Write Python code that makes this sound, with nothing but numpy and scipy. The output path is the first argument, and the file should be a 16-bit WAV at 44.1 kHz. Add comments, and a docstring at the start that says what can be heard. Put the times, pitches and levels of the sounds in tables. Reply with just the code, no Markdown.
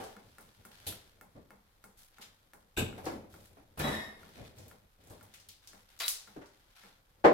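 """A hard-walled cellar room, where a beer tap drips ever more slowly onto steel above a hollow tray.
A few metres away, gear is shuffled, knocked and set down. A steel catch snaps, a metal vessel
clatters, squeaks and rings, something scrapes free, and at the end a heavy lid bangs shut.
Blows are bursts of shaped noise and ringing parts are fading tones. Nearly all of the handling
reaches the listener by way of the walls."""
import sys
import numpy as np
from scipy import signal
from scipy.fft import rfft, irfft, next_fast_len
from scipy.io import wavfile
from scipy.ndimage import map_coordinates

SR = 44100
rng = np.random.default_rng(int(sys.argv[2]) if len(sys.argv) > 2 else 0)


def dump(signal):
    """Clip the signal to [-1, 1] and save it as 16-bit WAV at the path in sys.argv[1]."""
    limited = np.clip(np.atleast_2d(signal).T, -1, 1)
    pcm = np.round(limited * 32767).astype(np.int16)
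    wavfile.write(sys.argv[1], SR, pcm)


N = 323253
T = np.arange(int(.9 * SR)) / SR  # the seconds of one short sound


def amp(db):
    """Turn decibels into a gain."""
    return 10 ** (np.asarray(db) / 20)


def fade(t60):
    """A short sound dying away: t60, the fade time, is the seconds it takes to fall 60 dB."""
    return amp(-60 * T / t60)


def unit(x):
    """Scale a sound to an average (rms) level of 1."""
    return x / np.sqrt(np.mean(x ** 2) + 1e-20)


def along(points, hz):
    """Read between (Hz, value) points, with every octave equally wide."""
    freqs, values = np.transpose(points)
    return np.interp(np.log(hz + 1), np.log(freqs + 1), values)


def wobble(rate):
    """A smooth curve through `rate` random values a second."""
    return map_coordinates(rng.standard_normal(int(N * rate / SR) + 4), [np.arange(N) * rate / SR])


def filtered(x, response):
    """Shape a sound with a response: a function that gives the gain at each frequency."""
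    n = x.shape[-1]
    padded = next_fast_len(n + SR // 10)
    return irfft(rfft(x, padded) * response(np.fft.rfftfreq(padded, 1 / SR)), padded)[..., :n]


def colour(points):
    """The response that runs through (Hz, dB) points."""
    return lambda hz: amp(along(points, hz))


def resonances(peaks):
    """The response of an object that favours a few pitches, given as (Hz, width in Hz, dB)."""
    return lambda hz: sum(
        (-1) ** k * amp(db) * 1j * hz * width / (pitch ** 2 - hz ** 2 + 1j * hz * width)
        for k, (pitch, width, db) in enumerate(peaks))


def ripple(depth_db):
    """The chance peaks and dips of one object's many resonances; the deep bass stays smooth."""
    hz = np.linspace(np.sqrt(100), np.sqrt(17000), num=220) ** 2
    db = depth_db * (1 - 100 / hz) * rng.standard_normal(len(hz))
    return colour(np.column_stack([hz, db]))


def add(track, start, sound):
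    """Mix a sound into the track, `start` seconds in."""
    first = max(round(start * SR), 0)
    track[:, first:first + sound.shape[-1]] += sound[..., :N - first]


# How alike the room sounds on the left and right. Each row: frequency in Hz, likeness (1 is identical).
LIKENESS = [(60, 0.91), (160, 0.96), (450, 0.5), (900, -0.074), (1600, -0.084), (3000, -0.035),
            (12000, -0.084)]
def side_angle(hz):
    """How far each side is out of step with the middle, in radians: least in the bass."""
    return np.arccos(np.clip(along(LIKENESS, hz), -1, 1)) / 2


def diffuse(response, size):
    """Noise arriving from all around: left and right agree only at low pitches."""
    def split(hz):
        return response(hz) * np.array([np.cos(side_angle(hz)), np.sin(side_angle(hz))])
    mid, side = filtered(rng.standard_normal((2, size)), split)
    return unit(np.array([mid + side, mid - side]))


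# How long the cellar holds a sound. Each row: frequency in Hz, fade time in seconds.
ROOM_FADES = [(80, 0.54), (400, 0.61), (1500, 0.41), (5000, 0.42), (14000, 0.23)]
def room_tail(response):
    """Sound bouncing between the walls, with the treble dying first."""
    hz, t, spectrum = signal.stft(diffuse(response, len(T)), SR, nperseg=512)
    spectrum = spectrum * amp(-60 * t / along(ROOM_FADES, hz)[:, None])
    return signal.istft(spectrum, SR, nperseg=512)[1][:, :len(T)]


def echoes(x, wet_db):
    """The walls' answer to a sound."""
    tail = room_tail(np.ones_like)
    tail = tail / np.linalg.norm(tail[0])
    return amp(wet_db) * signal.fftconvolve(x[None], tail, axes=1)[:, :len(x)]


def blow(response, rise, t60, room_db):
    """A distant blow: many resonances build up over `rise` seconds and die, and the room hangs on."""
    swell = 1 - np.exp(-T / rise)
    shape = swell * fade(t60)
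    body = unit(diffuse(response, len(T)) * shape)
    body *= np.sqrt(np.mean(shape ** 2))  # the force of the blow sets its energy
    return body + amp(room_db) * room_tail(response) * swell


def stroke(start, length, rise, t60):
    """The loudness of one movement: it swells, holds and dies away."""
    t = np.maximum(np.arange(N) / SR - start, 0)
    return (1 - np.exp(-t / rise)) * amp(-60 * np.maximum(t - length, 0) / t60)


def movements(rows, rest_db, rise, t60):
    """The joint loudness of (start, length, dB) movements over a quiet resting level."""
    power = sum((amp(db) * stroke(start, length, rise, t60)) ** 2 for start, length, db in rows)
    return np.sqrt(amp(rest_db) ** 2 + power)


# The tone of the still air. Each row: frequency in Hz, level in dB.
AIR_COLOUR = [(12, -40), (20, 5), (113, -11), (347, -30), (410, -32), (542, -13.5), (624, -31), (738, -18),
              (1220, -19), (3250, -33.5), (7730, -37), (14300, -28), (16000, -48)]
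def air():
    """The room's still air: a faint, steady rumble and hiss."""
    return amp(-70.5) * diffuse(colour(AIR_COLOUR), N)


# The tone of shuffling. Each row: frequency in Hz, level in dB.
SHUFFLE_COLOUR = [(29, -66.5), (50, -12), (98, 2), (129, -8.5), (400, -12.5), (564, -11.5), (1020, -25),
                  (1390, -34), (2500, -27), (3250, -81), (5500, -120)]
# Soft movements. Each row: start in seconds, length in seconds, level in dB.
SHUFFLES = [(0, 0.044, -60), (0.1, 1.17, -69.5), (2.9, 0.28, -53.5), (3.2, 0.5, -64), (3.9, 0.066, -56),
            (4.1, 0.27, -62.5), (4.34, .12, -51), (4.56, 0.091, -55.5), (4.98, 0.23, -64),
            (7.14, 0.059, -69)]
def shuffling():
    """Soft movements between the blows make a low, uneven noise."""
    loudness = movements(SHUFFLES, rest_db=-76, rise=0.019, t60=0.68)
    return loudness * amp(3.1 * wobble(25)) * diffuse(colour(SHUFFLE_COLOUR), N)


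# The tone of rustling. Each row: frequency in Hz, level in dB.
RUSTLE_COLOUR = [(410, -68), (700, -8), (1250, -9.5), (1360, -5), (2730, -9), (3370, -6.5), (7290, -14.5),
                 (13300, -14), (16000, -23)]
# Faint rustles. Each row: start in seconds, length in seconds, level in dB, brightness in dB.
RUSTLES = [(0, 0.087, -59.5, -0.5), (0.095, 1, -69, -0.5), (0.709, 0.25, -62, -1.5),
           (1.971, 0.054, -61.5, 5), (2.12, 0.072, -70, -3.5), (2.206, 0.011, -57.5, -0.5),
           (2.938, .15, -64.5, 0), (3.296, 0.18, -64.5, 3), (3.893, 0.053, -52.5, -6),
           (4.188, 0.15, -64.5, -1), (4.332, 0.14, -62, -2), (4.556, 0.14, -64, 2),
           (4.995, 0.43, -69.5, -1.5), (5.62, .12, -66.5, -1.5), (5.76, 0.055, -67, 1),
           (5.88, 0.49, -66, -0.5), (6.498, 0.41, -73, -2), (6.749, 0.12, -61.5, -2)]
def rustling(fizz_hz=6100):
    """Handled things give off grainy noise; brightness lifts its high fizz and lowers the rest."""
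    grain_db = 2.2 * wobble(350) + 0.63 * wobble(46)
    grains = amp(grain_db) * diffuse(colour(RUSTLE_COLOUR), N)
    fizz = filtered(grains, lambda hz: hz ** 4 / (hz ** 4 + fizz_hz ** 4))
    start, length, db, bright_db = np.transpose(RUSTLES)
    dull = movements(zip(start, length, db - bright_db), rest_db=-75, rise=0.0079, t60=0.52)
    bright = movements(zip(start, length, db + bright_db), rest_db=-75, rise=0.0066, t60=0.4)
    return dull * (grains - fizz) + bright * fizz


def tick(pitch, snap_db, low_hz=1200):
    """A tiny bright contact: a direct snap, raised by snap_db, and its scatter round the room."""
    def response(hz):
        peak = 1 / np.sqrt(1 + (1.4 * (hz / pitch - pitch / (hz + 1))) ** 2)
        return peak / (1 + (low_hz / (hz + 1)) ** 2)  # small parts give off little bass
    snap = amp(snap_db) * diffuse(response, len(T)) * fade(0.006)
    return snap + blow(response, rise=0.00096, t60=0.082, room_db=0)


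# Light touches. Each row: start in seconds, level in dB, pitch in Hz.
TOUCHES = [(0.039, -55.5, 6300), (0.409, -61, 11000), (3.055, -50, 5060), (3.793, -43, 11100),
           (4.585, -58.5, 5700), (4.682, -59.5, 11700), (5.039, -69, 9300), (5.072, -64, 8800),
           (5.1, -61, 8700), (5.228, -60.5, 10800), (5.339, -56.5, 2220), (5.341, -58, 8000),
           (5.4, -62, 5000), (5.487, -56, 11800), (5.489, -53.5, 3830), (5.674, -53.5, 5570),
           (5.991, -52, 7000), (6, -42.5, 3940), (6.061, -42, 11500), (6.459, -65, 4900)]
def ticks():
    """Small hard parts tick as they touch."""
    out = np.zeros((2, N))
    for start, db, pitch in TOUCHES:
        add(out, start, amp(db) * tick(pitch, snap_db=11))
    return out


# The tone all knocks share. Each row: frequency in Hz, level in dB.
GEAR_COLOUR = [(25, 1), (55, 1), (90, 4.5), (150, -1.5), (300, 0.5), (700, 3.5), (1100, 2.5), (2300, 2),
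               (3200, 1), (7000, 3.5), (12000, 3), (16000, -18)]
def knock_tone(hz, low_hz, contact_ms):
    """A knocked piece sounds from its lowest resonance up; a longer contact makes it duller."""
    octaves = np.log2((hz + 1) / (1000 / contact_ms))
    tilt_db = np.where(octaves < 0, -3, -10) * octaves  # steeper above 1 / contact time
    boom_db = 5 * np.exp(-(np.log2((hz + 1) / low_hz) / 0.26) ** 2)  # a bump at the lowest resonance
    bass_cut = (1 + (low_hz / (hz + 1)) ** 2) ** -0.57
    return amp(tilt_db + boom_db) * bass_cut * colour(GEAR_COLOUR)(hz)


# The tone of a hard edge's click. Each row: frequency in Hz, level in dB.
CLICK_COLOUR = [(300, -31), (1400, -12), (3400, 3.5), (7000, -4), (12000, 4.5), (16000, -8.5)]
# Knocks. Each row: start in seconds, level in dB, lowest resonance in Hz, contact time in
# milliseconds, click level in dB, rise time in seconds, fade time in seconds.
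GEAR_KNOCKS = [(0.0, -41, 763, 2, -58, 0.00062, 0.45), (0.865, -41, 97.3, 1.8, -33.5, 0.0054, 0.22),
               (1.346, -52, 100, 6, -92, .012, .29), (1.352, -48, 290, 4.5, -90, .01, 0.32),
               (2.211, -47, 3400, 0.19, -58, 0.0065, 0.21), (2.769, -27, 92, 2.5, -37, 0.01, 0.26),
               (2.817, -30.5, 225, 5.5, -61, .0025, 0.13), (2.882, -43, 225, 4, -75, .004, .2),
               (2.977, -45.5, 772, 2.2, -60, 0.0016, .3), (3.041, -48, 560, 2, -56.5, 0.0016, 0.26),
               (3.062, -33, 330, 1.2, -54, 0.0018, .3), (3.112, -42.5, 228, 2.5, -61.5, 0.0025, 0.53),
               (3.567, -56, 282, 1.1, -73, 0.0017, 0.3), (3.773, -41.5, 75, .8, -50.5, 0.0037, 0.5),
               (3.796, -33, 150, 0.41, -49, 0.0013, 0.52), (3.834, -29.5, 219.8, 1.37, -55, 0.0099, 0.46),
               (3.872, -32.5, 151, 0.69, -49, .004, 0.19), (3.905, -39.5, 214, 1, -52, 0.0026, 0.81),
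               (5.099, -45.5, 96, 1.6, -57, 0.013, 0.27), (6.362, -44, 313, 3.1, -85, 0.00086, 0.26),
               (6.414, -53, 400, 0.64, -84, 0.0016, 0.4)]
def knocks():
    """Gear is bumped and set down: each piece thuds and rings, and its hard edges click."""
    out = np.zeros((2, N))
    for start, db, low_hz, contact_ms, click_db, rise, t60 in GEAR_KNOCKS:
        peaks = ripple(depth_db=3)
        thud = blow(lambda hz: knock_tone(hz, low_hz, contact_ms) * peaks(hz), rise, t60, room_db=-9)
        ring_db = -3.5 - 1.8 * np.log2(low_hz / 100)  # big, low pieces ring the most
        swell = 1 - np.exp(-T / rise)
        ring = amp(ring_db) * swell * fade(t60) * np.sin(2 * np.pi * low_hz * T)
        click = blow(lambda hz: colour(CLICK_COLOUR)(hz) * peaks(hz), rise, t60, room_db=-5)
        add(out, start, amp(db) * (thud + ring) + amp(click_db) * click)
    return out


# The catch's resonances before softening. 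Each row: pitch in Hz, width in Hz, level in dB.
CATCH_PEAKS = [(1550, 63, -1), (2265, 31, -1), (2540, 63, 2.5), (2900, 130, -1), (3686, 140, -3.5),
               (7700, 280, -6.5), (11700, 410, -20)]
# Its contacts. Each row: start in seconds, level in dB.
CATCH_CONTACTS = [(2.766, -40), (2.772, -31.5), (2.787, -32.5)]
def catch():
    """The steel catch grazes, snaps home in two contacts and rings briefly."""
    def softened(hz):
        return np.abs(resonances(CATCH_PEAKS)(hz)) ** 0.84
    out = np.zeros((2, N))
    for start, db in CATCH_CONTACTS:
        add(out, start, amp(db) * blow(softened, rise=0.0014, t60=0.13, room_db=-6))
    return out


# The vessel's ringing tones. Each row: pitch in Hz, level in dB, fade time in seconds.
VESSEL_TONES = [(1750, 6, 0.55), (1937, 10.5, 0.46), (2130, -4.5, 0.73), (2525, -3, 0.44), (3011, -8, 0.6),
                (3380, 1, 0.46), (3670, -6, 0.67), (4760, -10, 0.83), (5300, -6, 0.52), (5550, -13, 0.38),
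                (7000, -14, 0.38), (7200, -10, 0.32), (7876, -5, 0.19), (8990, 0, 0.28), (9500, -12, .4),
                (10230, -15, 0.3), (10400, -17, 0.76), (12090, -21, 0.38), (13180, -7, 0.39)]
# Its blows. Each row: start in seconds, level in dB.
VESSEL_BLOWS = [(3.835, -48), (3.885, -51.5), (3.940, -52)]
def vessel():
    """The metal vessel rocks and rings, with a new balance of tones at every blow."""
    out = np.zeros((2, N))
    hz, level, t60 = np.transpose(VESSEL_TONES)[:, :, None]
    for start, db in VESSEL_BLOWS:
        strength = amp(level + rng.normal(0, 2.55, hz.shape))
        blur = np.cumsum(rng.normal(0, 0.038, (len(hz), len(T))), axis=1)  # rubbing blurs each pitch
        tones = strength * fade(t60) * np.sin(2 * np.pi * hz * T + blur)
        ring = tones.sum(axis=0) * (1 - np.exp(-T / 0.0019))
        add(out, start, amp(db) * (amp(-6.5) * ring + echoes(ring, wet_db=-2)))
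    return out


# Squeaks. Each row: start in seconds, pitch in Hz, level in dB, length in seconds.
METAL_SLIPS = [(3.83, 3880, -43, 0.069), (3.875, 1990, -42.5, 0.024), (3.925, 3830, -47.5, 0.058),
               (3.935, 1788, -40, 0.025), (4.005, 1827, -47.5, 0.06), (4.015, 3770, -59, 0.08),
               (6.037, 3910, -34, 0.012)]
def squeaks():
    """Metal slips on metal: short chattering tones that sag in pitch and hang in the room."""
    out = np.zeros((2, N))
    for start, hz, db, length in METAL_SLIPS:
        progress = np.clip(T / length, 0, 1)
        sag = 0.01 * (.5 - progress)
        waver = .0035 * wobble(500)[:len(T)]
        chatter_db = 3 * wobble(300)[:len(T)]
        phase = 2 * np.pi * np.cumsum(hz * (1 + sag + waver)) / SR
        tone = sum(amp(level) * np.sin(k * phase) for k, level in enumerate([0, -22, -18, -22], 1))
        arch = np.sqrt(4 * progress * (1 - progress))
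        squeak = amp(db + chatter_db) * arch * tone
        add(out, start, amp(-0.5) * squeak + echoes(squeak, wet_db=0))
    return out


# The tone of the drag. Each row: frequency in Hz, level in dB.
DRAG_COLOUR = [(100, -27.5), (250, -21), (500, -3), (1200, 4), (2300, 4.5), (3200, 3), (4500, 6),
               (7000, -7), (12000, -4), (16000, -10)]
# Snaps on coming free. Each row: delay in seconds, level in dB, pitch in Hz, direct snap boost in dB.
FREEING_SNAPS = [(0, -36, 5200, 19), (.002, -30.5, 10100, -7)]
def scrape(start=6.001, free_at=6.0809, ease_db_per_s=-160):
    """A part drags in quick slips, eases off and snaps free."""
    length = free_at - start
    elapsed = np.clip(np.arange(N) / SR - start, 0, length)
    loudness = amp(-36.5 + ease_db_per_s * elapsed) * stroke(start, length, rise=0.001, t60=.03)
    slips = unit(rng.standard_normal(N) * amp(3.7 * wobble(400)))
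    peaks = ripple(depth_db=2.2)
    drag = loudness * unit(filtered(slips, lambda hz: colour(DRAG_COLOUR)(hz) * peaks(hz)))
    out = drag + echoes(drag, wet_db=0)
    for delay, db, pitch, snap_db in FREEING_SNAPS:
        add(out, free_at + delay, amp(db) * tick(pitch, snap_db))
    return out


# The tone of the lid's bang. Each row: frequency in Hz, level in dB.
BANG_COLOUR = [(29, -60), (50, -26), (135, -18.5), (329, -5.5), (418, -6.5), (545, -3), (802, -4),
               (927, -17), (1020, -6), (1120, -12), (1210, -15), (2210, -20.5), (2380, -27), (16000, -63)]
# Its panel's ringing tones. Each row: pitch in Hz, level in dB, fade time in seconds.
PANEL_TONES = [(232, -9.5, 0.43), (307.5, -5.5, 0.41), (344, -8, 0.47), (418, -9, 0.63), (473, 0.5, 0.53),
               (576, 3.5, 0.24), (683, -3.5, 0.2), (734, -1.5, 0.19), (790, -2, 0.28), (880, 0, 0.17),
               (1044, -11, 0.4), (1238, -11, 0.28), (1510, -16, 0.26), (1637, -11, 0.23)]
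# Its contacts. Each row: start in seconds, level in dB.
LID_CONTACTS = [(7.241, -24), (7.2435, -20.5), (7.248, -17)]
def lid(ring_db=-3.5):
    """The heavy lid lands edge first, then flat: a broad bang, and the last contact rings its panel."""
    out = np.zeros((2, N))
    for start, db in LID_CONTACTS:
        add(out, start, amp(db) * blow(colour(BANG_COLOUR), rise=0.00066, t60=0.268, room_db=-5.5))
    start, db = LID_CONTACTS[-1]
    hz, level, t60 = np.transpose(PANEL_TONES)[:, :, None]
    lag = side_angle(hz) * rng.choice([-1, 1], hz.shape)  # each tone reaches the two sides out of step
    phase = rng.uniform(0, 2 * np.pi, hz.shape) + np.array([lag, -lag])
    tones = amp(level) * fade(t60) * np.sin(2 * np.pi * hz * T + phase)
    ring = tones.sum(axis=1) * (1 - np.exp(-T / 0.00074))
    add(out, start, amp(db + ring_db) * ring)
    return out


# The tones of the spot a drop hits. 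Each row: pitch in Hz, level in dB, fade time in seconds.
PLINK_TONES = [(1412, 1.5, 0.039), (1730, 1.5, 0.012), (2160, -13.5, 0.11), (2640, -23.5, 0.16)]
# The hollow tray's resonances. Each row: pitch in Hz, width in Hz, level in dB.
TRAY_PEAKS = [(193, 22, 6.5), (483, 106, -3), (830, 135, -2), (1074, 97, -4.5), (1360, 240, -7.5),
              (2210, 340, -16)]
# The drops. Each row: start in seconds, splash level in dB.
DROPS = [(0.1665, -83), (0.384, -61), (0.6515, -57), (0.9258, -56), (1.212, -61.5), (1.506, -69),
         (1.8407, -59), (2.1843, -67), (2.5349, -62), (2.928, -81), (3.341, -71), (4.2323, -84),
         (4.7132, -80), (5.2108, -87), (5.7329, -66), (6.275, -68), (6.8367, -82)]
def drips(settle_s=1.7, splash_hz=10800):
    """Each drop splashes and plinks on the steel; the hollow tray and the room answer more darkly."""
    out = np.zeros((2, N))
    for start, splash_db in DROPS:
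        db = -53.5 + 4 * np.exp(-start / settle_s)  # the first drops land harder, then the flow settles
        ring = sum(amp(level + rng.normal(0, 1.85)) * fade(t60) * np.sin(2 * np.pi * hz * T)
                   for hz, level, t60 in PLINK_TONES)
        splat = amp(-5) * fade(0.014) * rng.standard_normal(len(T))
        plink = (ring + splat) * amp([[1.5], [-1.5]])  # a little to the left
        hollow = blow(resonances(TRAY_PEAKS), rise=0.0032, t60=0.36, room_db=-7.5)
        add(out, start, amp(db) * (plink + amp(-4.5) * hollow))
        pitch = splash_hz * np.exp(0.04 * rng.standard_normal())
        add(out, start, amp(splash_db) * tick(pitch, snap_db=12.5))
    return out


# The balance of the two sides. Each row: frequency in Hz, left level minus right level in dB.
BALANCE = [(100, 0.5), (350, 1.5), (650, 1.5), (1100, -0.5), (2200, 0), (4000, 4.5), (8000, 1.5),
           (13000, -2.5)]
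def scene():
    """Everything in the cellar, a little stronger on the left."""
    mix = drips() + knocks() + ticks() + catch() + vessel() + squeaks() + scrape() + lid()
    mix += shuffling() + rustling() + air()
    return filtered(mix, lambda hz: amp(np.outer([.5, -.5], along(BALANCE, hz))))


def record(dry):
    """The very highest treble is cut off sharply."""
    top_hz = 16100
    return filtered(dry, lambda hz: 1 / np.sqrt(1 + (hz / top_hz) ** 300))


dry = scene()
out = record(dry)
dump(out)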